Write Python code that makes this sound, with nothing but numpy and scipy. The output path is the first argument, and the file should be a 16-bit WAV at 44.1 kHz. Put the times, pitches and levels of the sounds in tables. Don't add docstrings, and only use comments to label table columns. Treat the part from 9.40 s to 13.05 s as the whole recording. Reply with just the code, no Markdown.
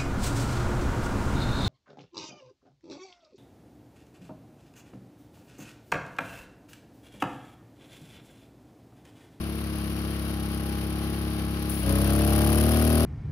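import sys
import numpy as np
from scipy import signal
from scipy.fft import rfft, irfft, next_fast_len
from scipy.io import wavfile
from scipy.ndimage import map_coordinates

SR = 44100
rng = np.random.default_rng(int(sys.argv[2]) if len(sys.argv) > 2 else 0)


def unload_wav(signal):
    wavfile.write(
        sys.argv[1],
        SR,
        np.round(np.clip(np.atleast_2d(signal).T, -1, 1) * 32767).astype(np.int16),
    )


N = 160965


def undb(db):
    return 10 ** (np.asarray(db) / 20)


def curve(rows):
    return np.interp(np.arange(N) / SR, *np.array(rows).T)


def unit(x):
    return x / np.sqrt(np.mean(x ** 2))


def wander(per_second):
    return 0.95 * np.interp(np.arange(N) * per_second / SR, np.arange(8192), rng.standard_normal(8192))


def ringing_response(db):
    cepstrum = irfft(np.log(undb(db)))
    half = len(cepstrum) // 2
    cepstrum[1:half] *= 2
    cepstrum[half + 1:] = 0
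    return np.exp(rfft(cepstrum))


def colour(x, points, peaks=()):
    size = 2 * next_fast_len(x.shape[-1])
    hz = np.maximum(np.fft.rfftfreq(size, 1 / SR), 1)
    point_hz, point_db = np.array(points).T
    db = np.interp(np.log(hz), np.log(point_hz), point_db)
    db += sum(boost / (1 + (2 * (hz - centre) / width) ** 2) for centre, width, boost in peaks)
    return irfft(rfft(x, size) * ringing_response(db))[..., :x.shape[-1]]


def stereo_noise(size=N, shared_below_hz=1500):
    shared, left, right = rfft(rng.standard_normal((3, size)))
    share = 1 / (1 + (np.fft.rfftfreq(size, 1 / SR) / shared_below_hz) ** 2)
    return irfft(np.sqrt(share) * shared + np.sqrt(1 - share) * np.array([left, right]), size)


IDLE_DB = [-62, -34, -39, -43, -39, -39, -42, -57, -39, -45, -51, -61, -52, -64, -59, -63, -61, -62, -61,
           -64, -63, -59]
STRAINING_DB = [-56, -25, -30, -32, -40, -29, -46, -38, -32, -40, -44, -50, -41, -49, -56, -48, -39, -57,
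                -47, -46, -54, -51]
REVVED_DB = [-50, -24, -31, -33, -45, -28, -32, -40, -35, -37, -44, -44, -46, -49, -40, -41, -40, -44, -48,
             -46, -52, -57]
THUMP_SHAPES = [(-1, .19, .26), (1, .57, 1.46)]


def exhaust(cycles, speed, load):
    straining_hz, revved_hz = 35.5, 38.3
    revved = np.clip((speed - straining_hz) / (revved_hz - straining_hz), 0, 1)
    harmonics = np.arange(len(IDLE_DB)) + 1
    angle = 2 * np.pi * (cycles + 0.0013 * wander(70))
    thumps = []
    for db, (sign, place, bass_lag) in zip((IDLE_DB, STRAINING_DB), THUMP_SHAPES):
        ring = ringing_response(np.pad(db, (1, 3), mode="edge"))[harmonics]
        delay = np.exp(-2j * np.pi * (harmonics * place + bass_lag * np.log(harmonics)))
        thumps.append(sign * ring * delay)
    out = 0
    for k, idle, heavy, change_db in zip(harmonics, *thumps, np.subtract(REVVED_DB, STRAINING_DB)):
        strength = idle * np.maximum(1 - load, 0) ** 2 + heavy * load * undb(change_db * revved)
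        waver = undb(0.1176 * k * wander(9))
        out = out + np.real(strength * np.exp(1j * k * angle)) * waver
    return np.sqrt(2) * out * undb(1.5 + 0.07 * wander(35))


# (place in cycle [0-1], relative level at idle [dB],
# relative level at full load [dB], pitch [Hz], level of that pitch against the rattle [dB])
KNOCKS = [(.07, -19, -2, 1233, 13), (0.169, -0.5, -7, 1120, -4.5), (.26, -14, -3.5, 1550, 9),
          (.43, -4.5, 5.5, 1110, 1.5), (.5, 2.5, 3.5, 1620, -11), (.57, 4.5, -5, 1340, -4.5),
          (0.901, 1, 1.5, 1486, -7.5)]
# (frequency [Hz], relative level [dB])
CASING_TONE = [(250, -17), (450, -2), (700, 7.5), (920, -7), (1150, 3.5), (1500, -1.5), (2000, -9),
               (2900, -8), (5000, -6.5), (15000, -43.5)]
# (frequency [Hz], width [Hz], boost [dB])
PANEL_RINGS = [(813, 20, 6), (1155, 40, 2), (1519, 24, 3.5), (2260, 150, 1), (2820, 150, 3.5),
               (3140, 100, 4.5), (4590, 1460, 3.5)]


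def knocks(cycles, load):
    level_db, scatter_db, jitter_s = -43, 1.9, 0.00004
    rattle_s, tone_rise_s = 0.035, 0.00072
    t = np.arange(SR // 10) / SR
    each_cycle = np.arange(int(cycles[-1]) + 1)
    out = 0
    for place, idle_db, load_db, hz, tone_db in KNOCKS:
        late, size = rng.standard_normal((256, 2))[each_cycle].T
        at = np.interp(each_cycle + place, cycles, np.arange(N)) + late * jitter_s * SR
        inside = (at > 0) & (each_cycle + place < cycles[-1]) & (at < N)
        hits = np.bincount(at[inside].astype(int), undb(scatter_db * size[inside]), N)
        hits *= undb(idle_db + (load_db - idle_db) * load)
        rattle = stereo_noise(len(t)) * np.exp(-np.log(1000) * t / rattle_s)
        tone = t * np.exp(-t / tone_rise_s) * np.sin(2 * np.pi * hz * t)
        knock = unit(colour(rattle, CASING_TONE, PANEL_RINGS)) + undb(tone_db) * unit(tone)
        out = out + signal.fftconvolve(hits[None], knock)[:, :N]
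    return unit(out) * undb(level_db)


# (place in cycle [0-1], fade [cycles], idle level [dB], full-load level [dB])
RASP_BURSTS = [(0.34, 0.17, -40.5, -26.5), (0.01, 0.15, -78, -30.5)]
# (frequency [Hz], relative level [dB])
RASP_TONE = [(300, -44), (1000, 5.5), (2500, -6), (5000, 4.5), (8000, 3), (11500, 5.5), (15500, -0.5)]


def gas_rasp(cycles, load):
    rise_cycles, scatter_db, grit_db = 0.044, 1.07, 1.5
    loudness = 0
    for place, fade, idle_db, load_db in RASP_BURSTS:
        cycle, age = np.divmod(cycles - place + 1, 1)
        chance_db = scatter_db * rng.standard_normal(256)[cycle.astype(int)]
        burst = np.minimum(age / rise_cycles, 1) * np.exp(-np.maximum(age - rise_cycles, 0) / fade)
        loudness = loudness + burst * undb(idle_db + (load_db - idle_db) * load + chance_db)
    return unit(colour(stereo_noise(), RASP_TONE)) * loudness * undb(grit_db * wander(1100))


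# (time [s], level [dB], fade [s])
LEVER_CLICKS = [(1.932, -40, .005), (2.225, -31, 0.0056), (2.296, -25.5, .011)]
# (frequency [Hz], relative level [dB])
LEVER_TONE = [(300, -22), (2000, -11), (5500, -7), (7000, -9), (10000, 0), (14000, -5.5), (16000, 7)]
# (frequency [Hz], width [Hz], boost [dB])
LEVER_RING = [(6730, 320, 14)]


def toaster():
    start_s, end_s, fade_s, scrape_db = 2.28, 2.46, 0.063, -35.5
    t = np.arange(N) / SR
    scrape = np.clip(np.minimum(t - start_s, end_s - t) / fade_s, 0, 1)
    loudness = scrape * undb(scrape_db + 2.5 * wander(300))
    for at, db, fade in LEVER_CLICKS:
        loudness += (t >= at) * undb(db) * np.exp(-np.abs(t - at) / fade)
    return unit(colour(stereo_noise(), LEVER_TONE, LEVER_RING)) * loudness


# (time [s], level [dB])
WHINE_LEVEL = [(0, -71), (.75, -70), (1, -51.5), (2.35, -54.5), (2.55, -53), (2.88, -43.5), (3.08, -40),
               (3.22, -65), (3.65, -48)]


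def panel_whine(cycles, speed):
    note_hz, width_hz = 819, 38
    side_db = np.array([[-6.5], [6.5]])
    tone = 0
    for k in range(21, 26):
        off_note = 2 * (k * speed - note_hz) / width_hz
        tone = tone + np.sin(2 * np.pi * k * cycles) / (1 + off_note ** 2)
    return np.sqrt(2) * tone * undb(curve(WHINE_LEVEL) + wander(14) + side_db)


# (frequency [Hz], relative level [dB])
FAN_TONE = [(20, -11), (60, 12.5), (150, 7), (300, 8.5), (500, 5.5), (1000, -2), (2000, -4), (4500, -3),
            (8000, -8), (15500, -10.5)]


def cooling_fan(load):
    idle_db, load_db, flutter_db = -40.5, -33.5, 2
    air = unit(colour(stereo_noise(), FAN_TONE, PANEL_RINGS))
    return air * undb(idle_db + (load_db - idle_db) * load + flutter_db * wander(150))


# (time [s], firing rate [Hz])
ENGINE_SPEED = [(0.0, 35.15), (0.45, 34.32), (0.85, 34.24), (1.03, 33.76), (1.3, 34.01), (1.65, 34.58),
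                (2.0, 34.37), (2.15, 33.93), (2.36, 34.52), (2.44, 31.97), (2.53, 32.81), (2.75, 34.63),
                (3.12, 36.16), (3.33, 37.7), (3.65, 39.02)]
# (time [s], throttle [0 idle, 1 full load])
THROTTLE = [(0, 0.062), (2.4, 0.014), (2.49, 0.83), (2.72, 0.88), (3.05, 1.013), (3.25, 0.99), (3.65, 0.98)]
# (time [s], level [dB])
NEARNESS = [(0, -2.5), (.55, -1.1), (1.1, -1), (2.3, 0), (3.65, -0.5)]


def scene():
    speed, load = curve(ENGINE_SPEED), curve(THROTTLE)
    cycles = np.cumsum(speed) / SR
    engine = exhaust(cycles, speed, load) + knocks(cycles, load) + gas_rasp(cycles, load)
    left, right = engine + panel_whine(cycles, speed) + cooling_fan(load)
    lag_s = 0.00014
    right = map_coordinates(right, [np.arange(N) - lag_s * SR], order=5, mode="nearest")
    return np.array([left, right]) * undb(curve(NEARNESS)) + toaster()


# (frequency [Hz], left level [dB], right level [dB])
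MICROPHONE_TONE = [(105, 0.5, -1.5), (366, 2.2, -2), (736, 1.5, -1.2), (1190, 3.5, -0.5), (2420, 6, 0),
                   (4080, -1.5, -4), (5850, -2.5, -6), (7030, -9.5, -14.5), (7460, -20.5, -24),
                   (7930, -12.5, -18), (8770, -9.5, -25), (9635, 11, -1), (9750, 15, -5), (11000, 6.5, -30),
                   (10800, 10.5, -24), (12050, 4, -4), (13500, 2.5, 2.5), (15400, 1, -8)]


def record(dry):
    top_hz = 15600
    tones = np.array(MICROPHONE_TONE)
    heard = np.array([colour(dry[side], tones[:, [0, side + 1]]) for side in range(2)])
    return signal.sosfilt(signal.ellip(10, .2, 80, top_hz, fs=SR, output="sos"), heard)


dry = scene()
out = record(dry)
unload_wav(out)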